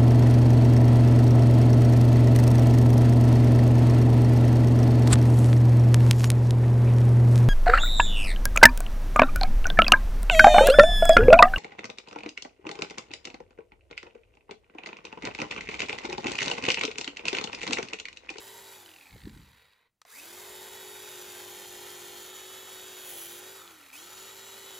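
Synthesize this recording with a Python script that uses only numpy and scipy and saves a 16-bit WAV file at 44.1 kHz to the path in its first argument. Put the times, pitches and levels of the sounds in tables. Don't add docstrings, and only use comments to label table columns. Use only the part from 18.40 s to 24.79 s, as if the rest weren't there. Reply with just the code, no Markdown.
import sys
import numpy as np
from scipy import signal
from scipy.fft import rfft, irfft
from scipy.io import wavfile
from scipy.ndimage import uniform_filter1d

SR = 44100
rng = np.random.default_rng(int(sys.argv[2]) if len(sys.argv) > 2 else 0)


def dump(signal):
    limited = np.clip(np.atleast_2d(signal).T, -1, 1)
    pcm = np.round(limited * 32767).astype(np.int16)
    wavfile.write(sys.argv[1], SR, pcm)


N = 281799
TIME, BINS = np.arange(N) / SR, np.fft.rfftfreq(N, 1 / SR)


def amp(db):
    return 10 ** (np.asarray(db) / 20)


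def unit(x):
    return x / np.sqrt(np.mean(x ** 2) + 1e-20)


def curve(rows, outside=None):
    return np.interp(TIME, *np.transpose(rows), outside, outside)


def read(points, hz=BINS):
    f, value = np.transpose(points)
    return np.interp(np.log(hz + 1), np.log(f), value)


def colour(x, db):
    return unit(irfft(rfft(x) * amp(db), N))


def noise():
    return rng.standard_normal(N)


def wander(hz):
    points = rng.standard_normal(int(2 * hz * N / SR) + 2)
    return unit(np.interp(TIME * 2 * hz, np.arange(len(points)), points))


def resonate(x, hz, width):
    turn = np.exp(2j * np.pi * np.cumsum(hz) / SR)
    r = np.exp(-np.pi * width / SR)
    smoothed = signal.lfilter([(1 - r) ** 2], [1, -2 * r, r * r], x / turn + 1e-18)
    return 2 * (turn * smoothed).real


def add(mix, s, sound):
    part = mix[round(s * SR):][:len(sound)]
    part += sound[:len(part)]


def swell(s, hold_s, rise_db_per_s, fall_db_per_s):
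    rise = -rise_db_per_s * np.maximum(s - TIME, 0)
    return rise - fall_db_per_s * np.maximum(TIME - s - hold_s, 0)


def lift(hz, centre, width, db):
    return db / (1 + (2 * (hz - centre) / width) ** 2)


# (start [s], end [s])
RUNS = [(-1, .33), (1.655, 5.17), (5.528, 7)]
# (time [s], motor speed lost [turns/s])
SAG = [(1.8, 0), (1.9, 10), (2.11, 13.5), (2.22, 19.5), (2.37, 9.5), (2.5, 20), (2.62, 16), (2.8, 24.5),
       (3.03, 28), (3.54, 29.5), (3.74, 34.5), (3.88, 20.5), (4.2, 12), (4.68, 22), (4.8, 47.5), (4.98, 33),
       (5.16, 3), (6.25, 2), (6.39, 14)]
FREE_HZ, SPIN_UP_S = 388.5, .099
FRICTION_HZ_PER_S, DRAG_S = 280, 3.7
UNLOAD_S = 0.17


def motor():
    speed, power = np.zeros(N), np.zeros(N)
    brake = FRICTION_HZ_PER_S * DRAG_S
    for on, off in RUNS:
        driven = np.clip(TIME - on, 0, off - on)
        coasted = np.maximum(TIME - off, 0)
        speed_at_start = np.interp(on, TIME, speed)
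        climb = FREE_HZ - (FREE_HZ - speed_at_start) * np.exp(-driven / SPIN_UP_S)
        coasting = (climb + brake) * np.exp(-coasted / DRAG_S) - brake
        speed = np.where(TIME < on, speed, coasting)
        power = np.where(TIME < on, power, np.exp(-coasted / UNLOAD_S))
    return np.maximum(speed - curve(SAG), 0), uniform_filter1d(power, size=500)


HARD_PULL_HZ_PER_S = 940


def pull(speed):
    return uniform_filter1d(np.gradient(speed) * SR, size=400) / HARD_PULL_HZ_PER_S


FULL_LOAD_HZ = 20
TILT_S, TILT_TAKES_S = 3.76, 0.06
AWAY_S, AWAY_WIDTH_S, AWAY_DB = 0.65, 0.56, -3


def level(law, speed, power):
    doublings = np.log2(np.maximum(speed / FREE_HZ, 0.22 * power) + 1e-9)
    load = np.tanh(curve(SAG) / FULL_LOAD_HZ)
    strain = np.clip(pull(speed), 0, 1) ** 2
    tilt = np.clip((TIME - TILT_S) / TILT_TAKES_S + .5, 0, 1)
    away_db = AWAY_DB * np.exp(-((TIME - AWAY_S) / AWAY_WIDTH_S) ** 2)
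    return law[0] + np.dot(law[1:], [doublings, power, load, strain, tilt]) + away_db


# (frequency [Hz], width [Hz], lift [dB])
HOUSING = [(2280, 420, 6), (2600, 200, 7), (2810, 170, -9), (3080, 90, 4), (3430, 70, 5), (3715, 160, 5),
           (5980, 110, 6)]


def housing(hz):
    return sum(lift(hz, *row) for row in HOUSING)


def partials(turns, orders, waver_db, waver_hz, slip):
    out = np.zeros(N)
    speed = np.gradient(turns) * SR
    pace = np.clip(speed / 360, 0, 1)
    for multiple, db in orders:
        multiple = round(multiple * 32) / 32
        phase = 2 * np.pi * (multiple * turns + rng.random()) + slip * wander(waver_hz)
        reach = pace ** (4 * (multiple > 12))
        gain = amp(db + housing(multiple * speed) + waver_db * wander(waver_hz))
        out += reach * gain * np.sqrt(2) * np.sin(phase)
    return out


GEAR_RATIO = 9 / 32
# (multiple of motor speed [1], relative level [dB])
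HUM_ORDERS = [(.84, -17), (1, 0), (1.25, -20), (1.28, -13.5), (1.41, -12.5), (1.44, -17), (1.56, -17.5),
              (1.97, -17), (2.25, -13), (2.38, -15), (2.84, -17.5), (5, -13)]
# (multiple of motor speed [1], relative level [dB])
MESH_ORDERS = [(8, -6), (8.72, -9), (9, -.5), (17.44, -9), (18, -4)]
# (time [s], added level [dB])
MESH_SWELL = [(1.79, -9), (1.85, -4), (1.89, -14), (2.15, -3), (3.2, -1.5), (4, 1.5), (4.9, 3), (5.2, -10),
              (5.6, -13), (6.1, -9), (6.39, -3)]
# (multiple of motor speed [1], relative level [dB])
FAN_ORDERS = [(7, -14), (8, -12), (10, -.5), (12, -9), (19, -4), (19.12, -10), (20, -4.5), (30, -7)]
HUM_LAW = (-58.5, 25, 0, 7, 4.5, -0.5)
DISC_LAW = (-61, 27, -1, 9, -1, -5)
MESH_LAW = (-70, 18, 11, 1, 6, -1.5)
FAN_LAW = (-65.5, 17, 3, 4, 15, 0)
WOBBLE_DB = -70.5
IDLE_BLUR, BLUR_LOAD_HZ = 1.5, 9
FAN_MASK_DB = 4.5


def whine(turns, speed, power):
    hum = partials(turns, HUM_ORDERS, waver_db=1.03, waver_hz=11, slip=0.19)
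    hum *= amp(level(HUM_LAW, speed, power))

    disc_turns = GEAR_RATIO * turns
    swings = sum(np.sin(2 * np.pi * k * disc_turns) / np.sqrt(k) for k in (1, 2))
    wobble = amp(WOBBLE_DB) * (speed / FREE_HZ) ** 2 * swings
    disc = partials(turns, [(4 * GEAR_RATIO, 0)], waver_db=1.5, waver_hz=14.0, slip=0.083)
    disc *= amp(level(DISC_LAW, speed, power))

    mesh = partials(turns, MESH_ORDERS, waver_db=1.0, waver_hz=25.02, slip=0.13)
    mesh *= amp(level(MESH_LAW, speed, power) + curve(MESH_SWELL))

    blur = IDLE_BLUR * (1 - np.tanh(curve(SAG) / BLUR_LOAD_HZ))
    fan = partials(turns, FAN_ORDERS, waver_db=1.5 + blur, waver_hz=18, slip=0.5 + blur)
    mask_db = FAN_MASK_DB * np.clip(4 * pull(speed), 0, 1)
    fan *= amp(level(FAN_LAW, speed, power) - mask_db)
    return hum + wobble + disc + mesh + fan


# (frequency [Hz], gain [dB])
COG_BODY = [(1200, -10), (2300, -3), (3400, -10), (5200, -17), (6500, -18), (7400, -10), (8600, -7),
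            (11000, -60)]
COG_LAW, COG_SLIP = (-56, 5, -2, 0, 5, -9), 1.8


def cogging(speed, power):
    turns = np.cumsum(speed) / SR
    tones = np.zeros(N)
    for k in range(20, 60, 10):
        phase = 2 * np.pi * k * turns + COG_SLIP * wander(110)
        tones += amp(read(COG_BODY, k * speed)) * np.sin(phase)
    slow = np.clip((340 - speed) / 40, 0, 1)
    return tones * slow * amp(level(COG_LAW, speed, power))


def throb(turns, rotor_db, disc_db, flutter_db):
    def beats(multiples):
        return sum(np.cos(2 * np.pi * (k * turns + rng.random())) for k in multiples)
    rotor = beats([1, 2, 3])
    disc = beats([GEAR_RATIO, 2 * GEAR_RATIO, 1 - 2 * GEAR_RATIO])
    flutter = wander(45) + .5 * wander(8)
    return rotor_db * rotor + disc_db * disc + flutter_db * flutter


def grit(per_s, spread_db):
    size = amp(spread_db * np.minimum(rng.exponential(1, N), 4))
    sign = rng.choice([-1, 1], N)
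    return unit(size * sign * (rng.random(N) < per_s / SR))


# (frequency [Hz], relative density [dB per Hz])
CLATTER = [(20, -58), (60, -9), (110, -15.5), (300, -2), (480, -3.5), (700, 0.5), (1100, -8), (2750, -3),
           (4400, -6), (5000, -22), (6500, -81)]
# (frequency [Hz], relative density [dB per Hz])
IDLING = [(260, -38), (450, -6.5), (623, -18.5), (830, -13), (951, -9.5), (1250, -13.5), (1920, -6),
          (2100, -9), (2750, -15), (3050, -13.5), (3500, -18.5), (3850, -7), (4550, -22), (5400, -30),
          (7800, -61), (13200, -120)]
# (frequency [Hz], width [Hz], lift [dB])
CASE = [(1473, 640, 5.5), (1745, 490, 4), (2960, 870, 0), (3860, 280, 5.5)]
CLATTER_LAW = (-57, 3.5, 5, 2, -1, -1.05)


def clatter(speed, power, throb_db):
    case_db = sum(lift(BINS, *row) for row in CASE)
    impacts = (noise() + 0.75 * grit(2500, spread_db=1.0)) * amp(throb_db)
    running = colour(impacts, read(CLATTER) + case_db)
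    idling = colour(impacts, read(IDLING))
    slack = np.clip(2 * (1 - speed / FREE_HZ), 0, 1) ** 2
    mixed = running * (1 - slack) + idling * slack
    return mixed * amp(level(CLATTER_LAW, speed, power))


# (frequency [Hz], width [Hz], relative level [dB])
GUARD_MODES = [(3025, 620, 3), (4060, 400, -1), (5890, 240, 0), (6984, 210, 0.5)]
# (time [s], level [dB])
GUARD_RING = [(2.6, -65.5), (3.6, -61.5), (3.95, -61), (4.3, -65.5), (4.85, -60.5), (5.5, -81),
              (5.59, -61.5), (5.9, -61.5), (6.39, -62)]
# (time [s], level [dB])
HOLLOW = [(3.4, -68), (4.2, -60.5), (5.05, -73), (5.2, -53.5), (5.45, -66.5), (5.7, -60), (6.39, -62)]
CHURN_LAW = (-57, 14.5, -4, 0, 2, -11)


def guard(speed, power, throb_db):
    churn = unit(resonate(noise(), 2.36 * np.maximum(speed, 330), 160))
    churn *= amp(level(CHURN_LAW, speed, power))
    hollow = unit(resonate(noise(), np.full(N, 1330.), 370))
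    hollow *= amp(curve(HOLLOW, outside=-120))
    steel = np.zeros(N)
    for hz, width, db in GUARD_MODES:
        moving_hz = hz * (1 + 0.0092 * wander(4.5))
        steel += amp(db) * unit(resonate(noise(), moving_hz, width))
    steel *= amp(curve(GUARD_RING, outside=-120))
    return (churn + hollow + steel) * unit(amp(throb_db))


# (frequency [Hz], relative density [dB per Hz])
RUSH = [(3000, -58), (4600, -2), (5300, -4.5), (6100, -3), (7000, -2.5), (8200, -4.5), (10000, -2),
        (11200, -1), (15000, -3), (15800, -16)]
# (frequency [Hz], relative density [dB per Hz])
TEARING = [(200, -28), (2500, -13), (3150, -7), (4200, -14), (8500, -9), (10200, -2), (10900, 2.5),
           (12000, -1), (15500, -4.5)]
AIR_LAW = (-56, 7, 6, 3, 5, -1)
BITE_S, BITE_HOLD_S, BITE_DB = 4.69, 0.14, -42.5
BITE_RISE_DB_PER_S, BITE_FALL_DB_PER_S = 117, 45
CHIP_S, CHIP_DB, CHIP_DECAY_S = 4.996, -37, .0008


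def rush(speed, power, throb_db):
    air_impacts = noise() + 0.21 * grit(3700, spread_db=8.5)
    air = colour(air_impacts * amp(1.16 * throb_db), read(RUSH))
    air_db = level(AIR_LAW, speed, power)

    tear_impacts = noise() + 0.55 * grit(3300, spread_db=-1)
    tear = colour(tear_impacts * amp(throb_db), read(TEARING))
    bite_db = BITE_DB + swell(BITE_S, BITE_HOLD_S, BITE_RISE_DB_PER_S, BITE_FALL_DB_PER_S)
    bite_db -= 20 * (TIME > CHIP_S)
    masking = np.sqrt(1 + 0.12 * amp(bite_db - air_db) ** 2)
    return air * amp(air_db) / masking + tear * amp(bite_db)


def chip():
    tick = np.exp(-abs(TIME - CHIP_S) / CHIP_DECAY_S)
    return colour(noise(), read(TEARING)) * amp(CHIP_DB) * tick


# delays (s), their gain, and the rms share by which the hand varies them
ECHO_S, ECHO_GAIN, ECHO_SWAY = (.0009, .0021), .24, .05


def reflected(x):
    echoes = sum(np.interp(TIME - s * (1 + ECHO_SWAY * wander(2)), TIME, x) for s in ECHO_S)
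    return (x + ECHO_GAIN * echoes) / np.sqrt(1 + len(ECHO_S) * ECHO_GAIN ** 2)


# (frequency [Hz], relative density [dB per Hz])
SLAB = [(15, -48), (32, -21), (55, -7), (100, 1.5), (160, 2), (260, -6.5), (500, -26.5)]
SLAB_LAW = (-88, 0, -2, 23, -19, -4)
GRAB_S, GRAB_HOLD_S, GRAB_DB, GRAB_HZ = 4.73, .04, -57, 500


def slab(speed, power, throb_db):
    rumble = colour(noise(), read(SLAB)) * amp(level(SLAB_LAW, speed, power))
    grab_db = GRAB_DB + swell(GRAB_S, GRAB_HOLD_S, rise_db_per_s=500, fall_db_per_s=300)
    grab = unit(resonate(noise(), np.full(N, GRAB_HZ), 250)) * amp(grab_db)
    return (rumble + grab) * unit(amp(throb_db))


# (time [s], relative level [dB])
KNOCKS = [(0.46, -40), (0.489, -40), (.5145, -44), (0.5377, -42), (0.561, -38.5), (0.585, -42),
          (0.61, -38.5), (.62, -48), (.6275, -43), (0.635, -47), (0.656, -42.5), (0.668, -40), (.677, -47),
          (.693, -47), (0.707, -41), (.7275, -42), (0.738, -45), (0.763, -49), (0.78, -43), (0.803, -44),
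          (.8165, -41), (0.835, -40), (0.854, -39), (0.877, -42), (0.894, -42), (.9135, -59), (0.931, -50),
          (0.949, -47), (0.974, -45), (5.276, -39), (5.309, -45), (5.4035, -44), (5.428, -44),
          (5.4405, -43), (5.463, -40.5), (5.4915, -45), (5.501, -39), (5.5135, -49)]
RATTLE_FROM_HZ, RATTLE_TO_HZ = 160, 42
RATTLE_GAP_S, RATTLE_SPREAD_DB = .026, 2
RATTLE_DB, RATTLE_DB_PER_DOUBLING = -42, 4.8


def rattle(speed):
    pace = speed / FREE_HZ + 1e-9
    rate = amp(0.78 * wander(25)) / (RATTLE_GAP_S * np.sqrt(np.maximum(pace, .1)))
    bounces = np.cumsum(rate) / SR
    loose = (pull(speed) < 0) & (speed < RATTLE_FROM_HZ) & (speed > RATTLE_TO_HZ)
    at = np.flatnonzero((np.diff(bounces // 1) > 0) & loose[1:])
    db = RATTLE_DB + RATTLE_DB_PER_DOUBLING * np.log2(pace) + RATTLE_SPREAD_DB * noise()

    def clear(s):
        return min(abs(s - knock_s) for knock_s, _ in KNOCKS) > RATTLE_GAP_S / 2
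    return [(TIME[i], db[i]) for i in at if clear(TIME[i])]


# (multiple of motor speed [1], level [dB])
STRAIN_ORDERS = [(9, -60), (18, -66), (27, -70)]
# (Hz, width Hz, dB)
KNOCK_BODY = (2480, 600, 2.5)
KNOCK_RING_LAW = (-4.5, 7, -5.5, 11, 5, -7)


def backlash(turns, speed, power):
    bursts = np.zeros(N)
    u = np.arange(int(.03 * SR)) / SR / 0.0014
    for s, db in [*KNOCKS, *rattle(speed)]:
        add(bursts, s, amp(db) * u * np.exp(1 - u))
    mesh_hz = 9 * speed
    ring = unit(np.sin(2 * np.pi * np.cumsum(mesh_hz) / SR + 0.67 * wander(350)))
    ring *= amp(level(KNOCK_RING_LAW, speed, power))
    crack_db = read([(900, -7), (1600, 4.5), (4600, 10.5), (5600, -10.0), (15000, -6.0)])
    crack = colour(noise(), crack_db)
    tuned = amp(lift(mesh_hz, *KNOCK_BODY))
    knocks = bursts * (ring * tuned + amp(-11.0) * crack / tuned ** 2)

    torque = pull(speed)
    driven = np.clip(torque, 0, 1) ** 2 * np.clip(speed / 240, 0, 1)
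    tones = driven * partials(turns, STRAIN_ORDERS, waver_db=3, waver_hz=110, slip=0.75)
    strain = .5 * driven + .7 * np.clip(-torque, 0, .4)
    strain *= np.maximum(speed > 150, power)
    song = unit(resonate(noise(), mesh_hz, 230))
    growl_db = level(CLATTER_LAW, speed, power) + 0.3 * housing(mesh_hz) - 8.0
    return knocks + song * strain * amp(growl_db) + tones


# (time [s], relative ring level [dB], relative snap level [dB], pitch factor [1])
CLICKS = [(1.617, -39, -42.5, 0.83), (1.6516, -38.5, -51, 0.45)]
# (frequency before pitch factor [Hz], relative level [dB], t60 before hand damping [s])
SHELL = [(1530, 1, 0.16), (2420, -3, 0.046), (3830, -8, 0.019), (4500, -5, 0.075), (7400, -10, 0.013)]


def trigger():
    out = np.zeros(N)
    t = np.arange(int(.06 * SR)) / SR
    grip = np.exp(-t / .004) - np.exp(-t / .0003)
    u = t / .0009
    for s, ring_db, snap_db, pitch in CLICKS:
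        ring = np.zeros(len(t))
        for hz, db, t60 in SHELL:
            ring += amp(db - 60 * t / t60) * np.sin(2 * np.pi * (hz * pitch * t + rng.random()))
        envelope = u * np.exp(1 - u) + .14 * np.exp(-t / .012)
        scrape = envelope * rng.standard_normal(len(t))
        band = signal.butter(2, [900 * pitch, 8000], "band", fs=SR)
        add(out, s, amp(ring_db - 10.5) * ring * grip)
        add(out, s - .001, amp(snap_db) * signal.lfilter(*band, scrape))
    return out


# (time [s], thump level [dB], swing [Hz], rumble level [dB], fade [dB per s])
GUSTS = [(0.761, -44, 434, -49.5, 187), (0.874, -31, 279, -43.5, 127), (0.967, -44.5, 255, -50, 93)]
GUST_LEAD_S, GUST_RISE_DB_PER_S = 0.021, 493


def draught():
    shape = read([(20, -32), (55, 6.5), (140, 1.0), (220, -4.0), (400, -18), (700, -37), (2000, -82)])
    own = np.array([colour(noise(), shape), colour(noise(), shape)])
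    rumble = colour(noise(), shape) + .17 * own
    thumps, blow = np.zeros(N), np.zeros(N)
    for s, thump_db, hz, rumble_db, fade in GUSTS:
        u = (TIME - s) * hz
        thumps -= amp(thump_db) * np.cos(2 * np.pi * u) * np.exp(-2 * u ** 2)
        gust_db = rumble_db + swell(s - GUST_LEAD_S, GUST_LEAD_S, GUST_RISE_DB_PER_S, fade)
        blow = np.maximum(blow, amp(gust_db))
    return rumble * blow + thumps


# (frequency [Hz], relative density [dB per Hz])
GARDEN = [(20, -6), (60, -7.5), (2000, -22), (4000, -26.5)]


def garden():
    return amp(-88) * colour(noise(), read(GARDEN))


# (frequency [Hz], phase by which left leads [radians])
PORT_PHASE = [(20, 0), (500, -.5), (1000, .2), (1550, -1), (2100, 0), (3200, .6), (4800, .1), (6100, -1),
              (6900, 0), (8100, 0), (11100, -6.28), (11650, -6.28), (15300, -12.57)]
# (frequency [Hz], left minus right [dB])
PORT_BALANCE = [(400, 0), (650, -6), (1150, 4), (1650, -2), (5600, 0), (6450, 4), (7100, 0)]


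def scene():
    speed, power = motor()
    turns = np.cumsum(speed * (1 + .0005 * wander(20))) / SR
    throb_db = throb(turns, rotor_db=-0.9, disc_db=1.0, flutter_db=0.63)
    state = speed, power, throb_db

    def noises():
        return clatter(*state) + guard(*state) + rush(*state)

    tones = whine(turns, speed, power) + cogging(speed, power)
    contact = reflected(noises()) + slab(*state) + chip()
    knocks = backlash(turns, speed, power) + trigger()
    tool = rfft(tones + contact + knocks)
    port = amp(read(PORT_BALANCE) / 2) * np.exp(.5j * read(PORT_PHASE))
    direct = irfft(np.array([tool * port, tool / port]), N)
    spread = amp(read([(200, -21), (600, -12), (7000, -13), (12000, -15)]))
    side = irfft(rfft(noises()) * spread, N)
    return direct + np.array([side, -side]) + draught() + garden()


EDGE_HZ = 15850


def record(dry):
    lowpass = signal.firwin(511, EDGE_HZ, window=("kaiser", 9), fs=SR)
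    return signal.oaconvolve(dry, lowpass[None], "same")


dry = scene()
out = record(dry)
dump(out)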